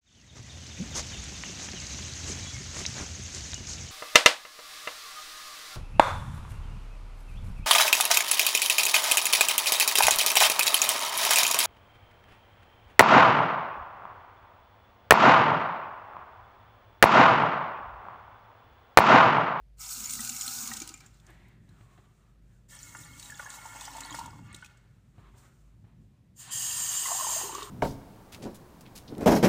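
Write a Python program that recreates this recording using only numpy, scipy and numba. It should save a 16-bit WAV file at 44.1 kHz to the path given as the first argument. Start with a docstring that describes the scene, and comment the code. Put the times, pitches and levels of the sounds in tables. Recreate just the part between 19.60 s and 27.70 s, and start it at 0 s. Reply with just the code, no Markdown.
"""Three taps in a tiled washroom

Along a row of porcelain basins, three taps are opened and shut in turn, close to a phone microphone.
Each valve hisses through its pipe resonances, the jet fizzes on the drain grate, the waste pipe gurgles
and last drops spit. Between basins, shoes scuff and step on the tiles over the hum of the building."""
import sys
import numpy as np
from scipy import signal
from scipy.fft import rfft, irfft
from scipy.io import wavfile
from scipy.ndimage import uniform_filter1d
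from numba import njit

SR = 44100
rng = np.random.default_rng(int(sys.argv[2]) if len(sys.argv) > 2 else 0)


def pcm_store(signal):
    """Save signal as 16-bit PCM."""
    levels = np.round(np.clip(np.atleast_2d(signal), -1, 1) * 32767)
    wavfile.write(sys.argv[1], SR, levels.astype(np.int16).T)


N = 357208
HZ = np.fft.rfftfreq(N, 1 / SR)
T = np.arange(N) / SR


def undb(db):
    """dB to gain."""
    return 10 ** (np.asarray(db) / 20)


def level(x, db=0):
    """Scale to an rms level."""
    return x * undb(db) / np.sqrt(np.mean(x ** 2))


def tone_db(spectrum, hz):
    """Read a spectrum table at given frequencies."""
    freq_hz, db = np.transpose(spectrum)
    return np.interp(np.log(hz + 1), np.log(freq_hz), db)


def noise(gain):
    """Noise of rms 1, shaped by a gain for each frequency."""
    return level(irfft(rfft(rng.standard_normal(N)) * gain, N))


def curve(tables, column):
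    """Follow one column of several tables through time."""
    rows = np.vstack(tables)
    return np.interp(T, rows[:, 0], rows[:, column])


def gate(tables, column=1):
    """Gain from a dB column, faded to silence outside each table's span."""
    inside = sum((T >= rows[0][0]) & (T <= rows[-1][0]) for rows in tables)
    return uniform_filter1d(undb(np.where(inside, curve(tables, column), -150)), size=300)


def wander(rate_hz):
    """Random levels held 1 / rate_hz seconds and smoothed twice; spread near 1."""
    hold = int(SR / rate_hz)
    held = np.repeat(rng.standard_normal(N // hold + 1), hold)
    return 1.34 * uniform_filter1d(uniform_filter1d(held, hold), hold)[:N]


def sizes(draw, scatter_db):
    """Gains from uniform draws: many small, few large, none huge."""
    return undb(scatter_db * np.minimum(-np.log(draw), 4.5))


def clicks(start_s, size):
    """One-sample impulses."""
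    return np.bincount((start_s * SR).astype(int), size, N)[:N]


def bursts(start_s, db, t60_s, attack_s=0.0011):
    """Summed envelopes with quick onsets and exponential tails."""
    age = T[:int(1.5 * t60_s * SR)]
    shape = undb(-60 * age / t60_s) * np.minimum(age / attack_s, 1)
    onsets = clicks(np.atleast_1d(start_s), np.atleast_1d(undb(db)))
    return np.abs(signal.oaconvolve(onsets, shape)[:N])


@njit
def bandpass(x, hz, q):
    """State-variable band-pass with a moving centre."""
    out, band, low = np.empty(len(x)), 0., 0.
    for i in range(len(x)):
        g = np.tan(np.pi * hz[i] / SR)
        v = (band + g * (x[i] - low)) / (1 + g * (g + 1 / q))
        band, low, out[i] = 2 * v - band, low + 2 * g * v, v / q
    return out


@njit
def bubbles(start_s, hz, t60_s, size, rise, attack_s):
    """Damped sines whose pitch climbs by the share `rise` as each bubble nears the surface."""
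    out = np.zeros(N)
    for k in range(len(start_s)):
        life, start, phase = int(t60_s[k] * SR), int(start_s[k] * SR), 0.
        for i in range(min(life, N - start)):
            phase += 2 * np.pi * hz[k] * (1 + rise * i / life) / SR
            envelope = np.exp(-np.log(1000) * i / life) * min(i / (attack_s * SR), 1.)
            out[start + i] += size[k] * envelope * np.sin(phase)
    return out


# Bass of the room as the microphone is carried about: time_s, mains_db, rumble_db
ROOM_BASS = [(0, -57.5, -64), (0.36, -60, -60), (0.9, -62.5, -62.5), (1.6, -61, -60), (2.3, -64, -59.5),
             (3.0, -61, -58.5), (3.4, -66.5, -59), (4.0, -61.5, -57), (4.42, -63.5, -63), (4.7, -62, -50.5),
             (5.2, -68, -62), (5.8, -65.5, -57.5), (6.41, -63, -59), (6.79, -77, -58.5), (7.2, -65, -53),
             (7.45, -67, -57.5), (7.75, -67, -58), (8.1, -63, -60)]
# Spectrum of the ventilation behind everything: freq_hz, relative_db
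VENT_TONE = [(18, -38), (30, -8), (53, -3), (81, -11), (116, -6.5), (172, -11.5), (207, -13.5), (242, -19),
             (331, -25.5), (602, -31), (939, -39.5), (1100, -42), (1280, -43.5), (1800, -40),
             (15300, -55.5)]


def building(mains_hz=50.5, duct_hz=116, air_db=-77.5):
    """Ventilation rumble fluttering around a duct mode, a mains tone and faint air noise."""
    vent = undb(tone_db(VENT_TONE, HZ))
    duct = 1 + undb(-2) / (1 + ((HZ - duct_hz) / 10) ** 2)
    rumble = noise(duct * vent * (HZ > 65) * (HZ < 400)) * undb(0.84 * wander(14))
    air = noise(vent * (HZ >= 400))
    waver = noise(1 / (1 + ((HZ - mains_hz) / 9) ** 2))
    mains = np.sqrt(2) * np.sin(2 * np.pi * mains_hz * T) + undb(-6.5) * waver
    mains *= undb(curve([ROOM_BASS], 1) + 2.5 * wander(5))
    rumble *= undb(curve([ROOM_BASS], 2) + 1.7 * wander(5))
    return mains + rumble + undb(air_db) * air


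# Footfalls on the tiles below the microphone: start_s, slap_db, thump_above_slap_db, slap_t60_s
FOOTFALLS = [(1.695, -55, -27, 0.091), (2.078, -67.5, 12, 0.15), (2.208, -56.5, 6, 0.089),
             (2.376, -59, -4, 0.2), (5.581, -59, 11, 0.2), (5.741, -62, -9, 0.3), (6.241, -66, 8, 0.17)]
# Shoes and clothes, one list per move to the next basin: time_s, level_db, rustle_relative_db, squeak_hz
SCUFFS = [
    [(1.4, -64.5, -11, 1500), (1.55, -74, -4, 1290), (1.67, -67.5, -7, 1600), (1.694, -58, -15, 1710),
     (1.78, -65, -13.5, 2030), (1.97, -73, -15, 1960), (2.05, -76, -7, 1860), (2.23, -68, -7.5, 1080),
     (2.602, -75, -4, 1180), (2.798, -84.5, -8.5, 1300), (2.924, -78.5, 1.5, 1710), (3.08, -89, 0, 1060)],
    [(5.05, -80, -8, 1900), (5.168, -72.5, -14, 1490), (5.49, -83, -1, 1270), (5.66, -67, -10, 1180),
     (5.75, -73.5, -5, 1000), (5.782, -66.5, 6, 1010), (5.906, -73.5, -1, 1430), (6.214, -83, -6, 960),
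     (6.33, -77.5, -11.5, 930), (6.45, -82.5, -5, 995), (6.75, -88.5, -8, 985)],
]
# Spectrum of a sole on tile: freq_hz, relative_db
SOLE_TONE = [(180, -43), (300, 0.5), (381, 3.5), (473, -11), (620, -2.5), (1830, -7), (4000, -15),
             (5200, -30), (8800, -120)]


def walker():
    """Soles thump and slap on the tiles; shoes and cloth rub in between."""
    sole = undb(tone_db(SOLE_TONE, HZ))
    slap = noise(sole * np.sqrt(1500 / (HZ + 300)))
    thump = noise(np.exp(-np.log((HZ + 1) / 100) ** 2 / 0.19))  # centred near 100 Hz
    steps = sum(bursts(start_s, db, t60_s) * slap + bursts(start_s, db + thump_db, 0.25) * thump
                for start_s, db, thump_db, t60_s in FOOTFALLS)
    squeak = level(bandpass(rng.standard_normal(N), curve(SCUFFS, 3), q=7.), -2)
    rub = (1.06 * noise(sole) + squeak) * undb(2.03 * wander(30))
    rustle = noise(undb(tone_db(JET_TONES[1], HZ)) * (HZ > 3500))  # the second jet's treble colour
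    rustle *= undb(curve(SCUFFS, 2) + 1.5 * wander(37))
    return steps + gate(SCUFFS) * (rub + rustle)


# Air trapped just under the grate, one list per basin: time_s, level_db, pitch_hz
GRATE_AIR = [
    [(1.0, -60.5, 1010), (1.074, -47, 1150), (1.15, -65, 987), (1.35, -70, 1004)],
    [(3.75, -73, 995), (3.846, -55, 995), (4.1, -55.5, 960), (4.3, -52, 907), (4.522, -51, 930),
     (4.65, -58, 936), (4.8, -58, 945)],
    [(7.4, -67, 1050), (7.458, -42, 1052), (7.53, -41.5, 950), (7.63, -45, 1010), (7.78, -44.5, 940),
     (7.98, -48, 1084), (8.1, -47, 1120)],
]
# Air column further down in the waste pipe, one list per basin: time_s, level_db, pitch_hz
WASTE_AIR = [
    [(0.36, -61, 260), (0.428, -54, 225), (0.606, -52.5, 235), (0.816, -60.5, 234), (1.188, -51.5, 225),
     (1.24, -54, 310), (1.4, -73, 250)],
    [(3.2, -82, 280), (3.316, -58.5, 290), (3.764, -73, 265), (4.33, -63.5, 285), (4.534, -56.5, 290),
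     (4.95, -63, 265)],
    [(7.65, -60, 365), (7.794, -60, 390), (7.836, -51, 400), (8.036, -45.5, 388), (8.1, -66, 385)],
]


def gurgle(pocket, per_s, q, spread, wash_db):
    """Bubbles burst at random near the pitch of an air pocket, which rings on over rushing water."""
    centre_hz = curve(pocket, 2)
    when, detune, size = rng.random((int(per_s * N / SR), 3)).T
    start_s = when * (N - 1) / SR
    hz = centre_hz[(start_s * SR).astype(int)] * np.exp(spread * (2 * detune - 1))
    pops = level(bubbles(start_s, hz, 30 / hz, sizes(size, 3.5), rise=0.096, attack_s=0.00082))
    wash = level(bandpass(rng.standard_normal(N), centre_hz, q), wash_db)
    return gate(pocket) * level(pops + wash)


# Level of the faintest stray drops, one per tap: above_spray_db
STRAY_LEVELS = [7, 4, -2]


def stray_drops(per_s=14):
    """Rows like DROP_SPITS for small drops that burst at random while a tap runs."""
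    rows = []
    for flow, above_db in zip(TAP_FLOWS, STRAY_LEVELS):
        time_s, splash_db, _, spray_db = np.transpose(flow)
        span_s = time_s[-1] - time_s[0]
        when, size, pitch = rng.random((int(per_s * span_s), 3)).T
        start_s = time_s[0] + span_s * when
        db = np.interp(start_s, time_s, splash_db + spray_db) + above_db + 6 * size
        rows += zip(start_s, db, 6000 + 3000 * pitch, np.ones_like(db))
    return rows


# Single bubbles in the basin, each also knocking on the pipe: start_s, level_db, pitch_hz, knock_trim_db
BASIN_PLOPS = [(0.591, -39, 1910, 0), (1.114, -34, 1880, 0), (1.214, -40, 2304, -7),
               (1.339, -44, 2370, -10), (1.406, -49.5, 2320, -2), (3.348, -35.5, 1400, 3),
               (3.699, -37, 1780, -20), (3.721, -35.5, 1684, -22), (3.794, -31.5, 1440, 4),
               (3.825, -40, 1130, -1), (3.862, -35, 1690, -19), (3.985, -42.5, 830, -11),
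               (4.054, -33.5, 884, -7), (4.157, -37, 872, -0.5), (4.277, -33.5, 850, -2.5),
               (4.35, -33.5, 880, -19), (4.542, -32, 927, 2.5), (4.587, -27, 920, -22),
               (4.612, -29, 948, -25), (4.657, -34.5, 945, -10), (5.024, -37.5, 1480, -7),
               (7.455, -30.5, 1086, -8), (7.457, -31, 2000, -20), (7.515, -26, 1055, -6),
               (7.597, -27, 1037, -6), (7.645, -25.5, 1022, -4), (7.697, -34, 1020, -3),
               (7.893, -32, 887, -9), (7.951, -27.5, 1136, -27), (7.999, -37, 1120, -16),
               (8.021, -32, 1120, -9)]
# Deep glugs as the trap below swallows air: start_s, level_db, pitch_hz
TRAP_GLUGS = [(1.031, -42, 235), (1.215, -36, 317), (4.359, -41, 668), (7.514, -27.5, 680),
              (7.549, -32, 754), (7.62, -35.5, 625), (7.719, -38, 657), (7.762, -29.5, 639),
              (7.831, -35, 415), (7.859, -41, 398), (7.929, -37.5, 348), (7.979, -34.5, 398),
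              (8.024, -37, 403)]
# Drops bursting on grate and porcelain, close up: start_s, level_db, pitch_hz, crack_trim_db
DROP_SPITS = [(0.456, -17.5, 6850, -10), (0.5337, -19, 8750, -4), (0.604, -18.5, 8640, -8),
              (0.692, -18.5, 7060, -5), (0.763, -24, 6800, -2.5), (0.8094, -21, 6850, -1),
              (0.878, -22, 4140, -5.5), (1.0737, -23, 6740, 0), (1.135, -28, 6800, 2.5),
              (1.1674, -30, 7000, 5.5), (1.2, -28, 6680, 0), (1.2181, -27, 6200, 1.5),
              (1.274, -37, 10460, 8), (1.29, -37, 4700, 7), (1.3389, -30, 7000, -5.5),
              (1.3738, -44, 7350, -1), (1.404, -42, 5400, -1), (1.4613, -44, 7330, -0.5),
              (1.5414, -54, 7360, -2), (1.5983, -58, 3420, 7), (1.6652, -53.5, 6000, 5.5),
              (1.702, -54, 13000, 3), (1.882, -59, 14600, 0), (2.09, -54, 3940, -1),
              (3.3672, -34.5, 7300, -7), (3.3872, -34, 6950, -12), (3.533, -41, 3140, -14),
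              (3.5957, -34.5, 4430, 0), (3.6263, -34.5, 3800, -1), (3.6571, -34, 3770, -9),
              (3.702, -36, 6690, -11), (3.901, -34.5, 7020, 2), (3.9394, -41, 3810, -8),
              (4.0587, -34, 7040, -7), (4.2088, -33, 3480, 2.5), (4.2516, -35, 5900, 3),
              (4.3665, -39, 7770, 5), (4.405, -34.5, 7410, 7), (4.4478, -29.5, 4380, -6.5),
              (4.5246, -30, 3200, -7), (4.5477, -34, 4970, 1.5), (4.59, -44.5, 5030, 15.5),
              (4.659, -38, 7750, -0.5), (4.7052, -45, 4980, -6), (4.927, -41, 8500, -6),
              (4.9447, -34.5, 3820, 3), (4.9607, -42, 8400, -2), (5.045, -37.5, 2470, -2),
              (5.0598, -48, 2570, 8), (5.1716, -55, 7730, 0), (7.0204, -26, 6400, -1),
              (7.2004, -16, 7200, -12), (7.9483, -29, 6400, 2.5), (8.0274, -31, 3680, 1.5)]


def drops(plop_t60_s=0.054, glug_t60_s=0.062, spit_t60_s=0.021):
    """Plops, glugs and spits ring as bubbles; spits start with a noisy crack centred near their pitch."""
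    start_s, db, hz, _ = np.transpose(BASIN_PLOPS)
    plops = bubbles(start_s, hz, np.full_like(hz, plop_t60_s), undb(db), rise=0.064, attack_s=0.0019)
    start_s, db, hz = np.transpose(TRAP_GLUGS)
    glugs = bubbles(start_s, hz, np.full_like(hz, glug_t60_s), undb(db), rise=0.13, attack_s=0.0039)
    start_s, db, hz, crack_db = np.transpose(sorted(DROP_SPITS + stray_drops()))
    spits = bubbles(start_s, hz, np.full_like(hz, spit_t60_s), undb(db), rise=0.074, attack_s=0.0036)
    latest_spit = np.maximum(np.searchsorted(start_s, T) - 1, 0)
    tilt_db = -2 * np.log2(HZ + 1)
    hiss = noise(undb(tone_db(JET_TONES[1], HZ) + tilt_db) * (HZ > 2000))
    cracks = level(bandpass(hiss, hz[latest_spit], q=2.5) + hiss)
    cracks *= bursts(start_s, db + crack_db - 5, 1.53 * spit_t60_s, attack_s=0.0019)
    return plops + glugs + spits + cracks


def pipe_ring(push, modes, waver_db):
    """Steep resonances, each wavering by itself as the water in the pipe shifts."""
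    out = 0
    for pitch_hz, width_hz, db in modes:
        hz = pitch_hz * (1 + 0.0024 * wander(7.2))
        q = pitch_hz / width_hz / 2.09
        out += undb(db + waver_db * wander(14)) * bandpass(bandpass(push, hz, q), hz, q)
    return out


def reflect(x, envelope, db):
    """Add the dense echoes of hard surfaces, dying away along an envelope."""
    echo = rng.standard_normal(len(envelope)) * envelope
    echo /= np.sqrt(np.sum(echo ** 2))
    return x + undb(db) * signal.fftconvolve(x, echo)[:N]


def basin(splash, decay_s=0.012):
    """The bowl and the tiles behind it send back early echoes that comb the spectrum."""
    age = T[:SR // 20]
    return reflect(splash, np.exp(-age / decay_s) * (age > .0006), db=-5)


# The taps, close to the microphone; each of these tables has one entry per tap.
# Flow from opening to last dribble: time_s, splash_db, ring_db, spray_relative_db
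TAP_FLOWS = [
    [(0.17, -75, -80, 1), (0.202, -49, -56, 5.5), (0.25, -40.5, -54, 1), (0.47, -39.5, -51.5, 2),
     (1.07, -37, -54.5, -1.5), (1.15, -42, -55, -2.5), (1.29, -45.5, -61, -17), (1.352, -55, -59.5, -13),
     (1.6, -63.5, -86, -18)],
    [(3.085, -72, -69, 9), (3.105, -59.5, -64, 4), (3.14, -59.5, -55, 6), (3.23, -55, -63.5, 0.5),
     (3.27, -63, -59.5, 6), (3.45, -63.5, -59, 7), (3.65, -53, -58.5, -2), (3.95, -57, -54, 1),
     (4.12, -59.5, -52.5, 3.5), (4.21, -50, -50, -2), (4.33, -54, -56.5, -2), (4.42, -50, -48, -5),
     (4.58, -49.5, -53, -4), (4.72, -64, -61, -6), (4.82, -71, -62.5, 1.5), (4.9, -56.5, -56, -18),
     (5.05, -57.5, -62.5, -14), (5.11, -68.5, -66, -21), (5.4, -89, -86, -4)],
    [(6.74, -100, -100, -2), (6.766, -75, -65, 11), (6.8, -55, -50, 8.5), (6.9, -44, -52, -22),
     (6.922, -46.5, -33.5, 10.5), (7.126, -40.5, -34, 5.5), (7.794, -40.5, -34, 5.5),
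     (7.866, -42.5, -44.5, 2.5), (8.03, -42.5, -52, -11), (8.05, -49, -55, -1), (8.1, -60, -61, -3)],
]
# Spectrum of the jet: freq_hz, relative_db
JET_TONES = [
    [(240, -51.5), (400, -24), (703, -21), (782, -12), (1090, -14.5), (1480, -1), (1810, -25.5),
     (2730, -14.5), (3040, -24.5), (3430, -12.5), (7140, 2), (11800, -12.5), (15300, -1)],
    [(300, -40), (600, -14), (1200, -19.5), (2450, -15.5), (3500, -12), (5000, -11), (7300, -3.5),
     (9200, -8), (11500, -24), (14000, -12), (15300, -13)],
    [(240, -24), (400, -18.5), (1160, -6.5), (1550, -11.5), (1780, -8.5), (2140, -14), (2860, -10.5),
     (5850, -12), (7140, -6), (7700, -63), (8310, 0.5), (9540, -19.5), (15300, -12.5)],
]
# Resonances of spout, grate and drain: pitch_hz, nominal_width_hz, relative_db
PIPE_MODES = [
    [(785, 25, -1.5), (985, 44, -6.5), (1288, 70, 1), (1468, 100, -4), (2230, 140, -4), (2700, 250, -8)],
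    [(587, 70, -11), (837, 19, -0.5), (950, 76, -4), (1180, 23, -2), (1406, 45, 1.5), (1782, 69, -1.5),
     (1903, 99, -7), (2172, 28, 2), (2780, 50, -8), (3200, 140, -12), (3700, 90, -28), (4430, 32, -19),
     (5100, 60, -28.5)],
    [(1823, 61, -16), (2785, 21, -12.5), (2927, 31, -8.5), (3215, 47, -10), (4810, 53, -9), (6564, 200, -5),
     (7286, 68, 1.5), (8180, 265, -6.5), (9100, 200, -15), (8940, 26, -6.5), (9940, 210, -16),
     (10200, 62, -12.5), (10300, 23, -19)],
]
# Texture of the jet on the grate: bubbles_per_s, fizz_db, scatter_db, surge_db, patter_db, base_cycles
JET_FIZZ = [(2000, -7, 2.4, 2, -10, 14), (800, -2.5, 3.5, 3.5, -5, 22), (1900, -12, 2.5, .8, -15, 14)]
# How much the pipe resonances waver: waver_db
PIPE_WAVER = [4, 2.6, 1.8]


def tap(flow, jet, modes, fizz, waver_db, spray_hz=4700, patter_per_s=150):
    """Splash hiss and small bubbles follow the jet; turbulence, patter and plops ring the pipe."""
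    per_s, fizz_db, scatter_db, surge_db, patter_db, base_cycles = fizz
    open_s, end_s = flow[0][0], flow[-1][0]
    span_s = end_s - open_s
    hiss = noise(undb(tone_db(jet, HZ))) * undb(surge_db * wander(30))
    draws = rng.random((2000 * int(span_s + 1), 4))
    when, pitch, size, life = draws[:int(per_s * span_s)].T
    hz = 2200 * (15000 / 2200) ** pitch
    t60_s = base_cycles * (.6 + 2.5 * life ** 2) / hz
    gain = undb(tone_db(jet, hz)) * sizes(size, scatter_db) * np.sqrt(hz)
    pops = bubbles(open_s + span_s * when, hz, t60_s, gain, rise=.04, attack_s=.001)
    pops /= np.std(pops[int(open_s * SR):int(end_s * SR)])
    splash = 0.92 * hiss + undb(fizz_db) * pops
    spray = irfft(rfft(splash) / (1 + (spray_hz / (HZ + 1)) ** 6), N)  # the treble of the splash
    splash += (undb(curve([flow], 3)) - 1) * spray

    when, size = rng.random((int(patter_per_s * N / SR), 2)).T
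    patter = level(clicks(when * N / SR, sizes(size, 2.5)), patter_db)
    turbulence = rng.standard_normal(N)
    ring = gate([flow], column=2) * level(pipe_ring(turbulence + patter, modes, waver_db))

    start_s, db, _, knock_db = np.transpose([row for row in BASIN_PLOPS if open_s < row[0] < end_s])
    knocks = clicks(start_s + .002, undb(db + knock_db + 36))  # narrow modes answer one push weakly
    knocks = uniform_filter1d(knocks, size=12)  # water lands softly
    return basin(gate([flow]) * splash) + ring + pipe_ring(knocks, modes, waver_db=3.2)


def scene(room_t60_s=0.45):
    """Water and footsteps near the microphone echo in the tiled room, over the building's hum."""
    taps = sum(tap(*parts) for parts in zip(TAP_FLOWS, JET_TONES, PIPE_MODES, JET_FIZZ, PIPE_WAVER))
    grate = gurgle(GRATE_AIR, per_s=70, q=5., spread=.14, wash_db=-5)
    waste = gurgle(WASTE_AIR, per_s=40, q=6., spread=.1, wash_db=-4)
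    near = taps + grate + waste + drops() + walker()
    age = T[:SR // 2]
    room_decay = undb(-60 * age / room_t60_s) * (age > .003)
    return (reflect(near, room_decay, db=-11.5) + building())[None]


def record(dry, top_hz=15280):
    """The handheld phone, in mono, cuts the top of the treble steeply."""
    return signal.sosfilt(signal.ellip(12, .2, 80, top_hz, fs=SR, output="sos"), dry)


dry = scene()
out = record(dry)
pcm_store(out)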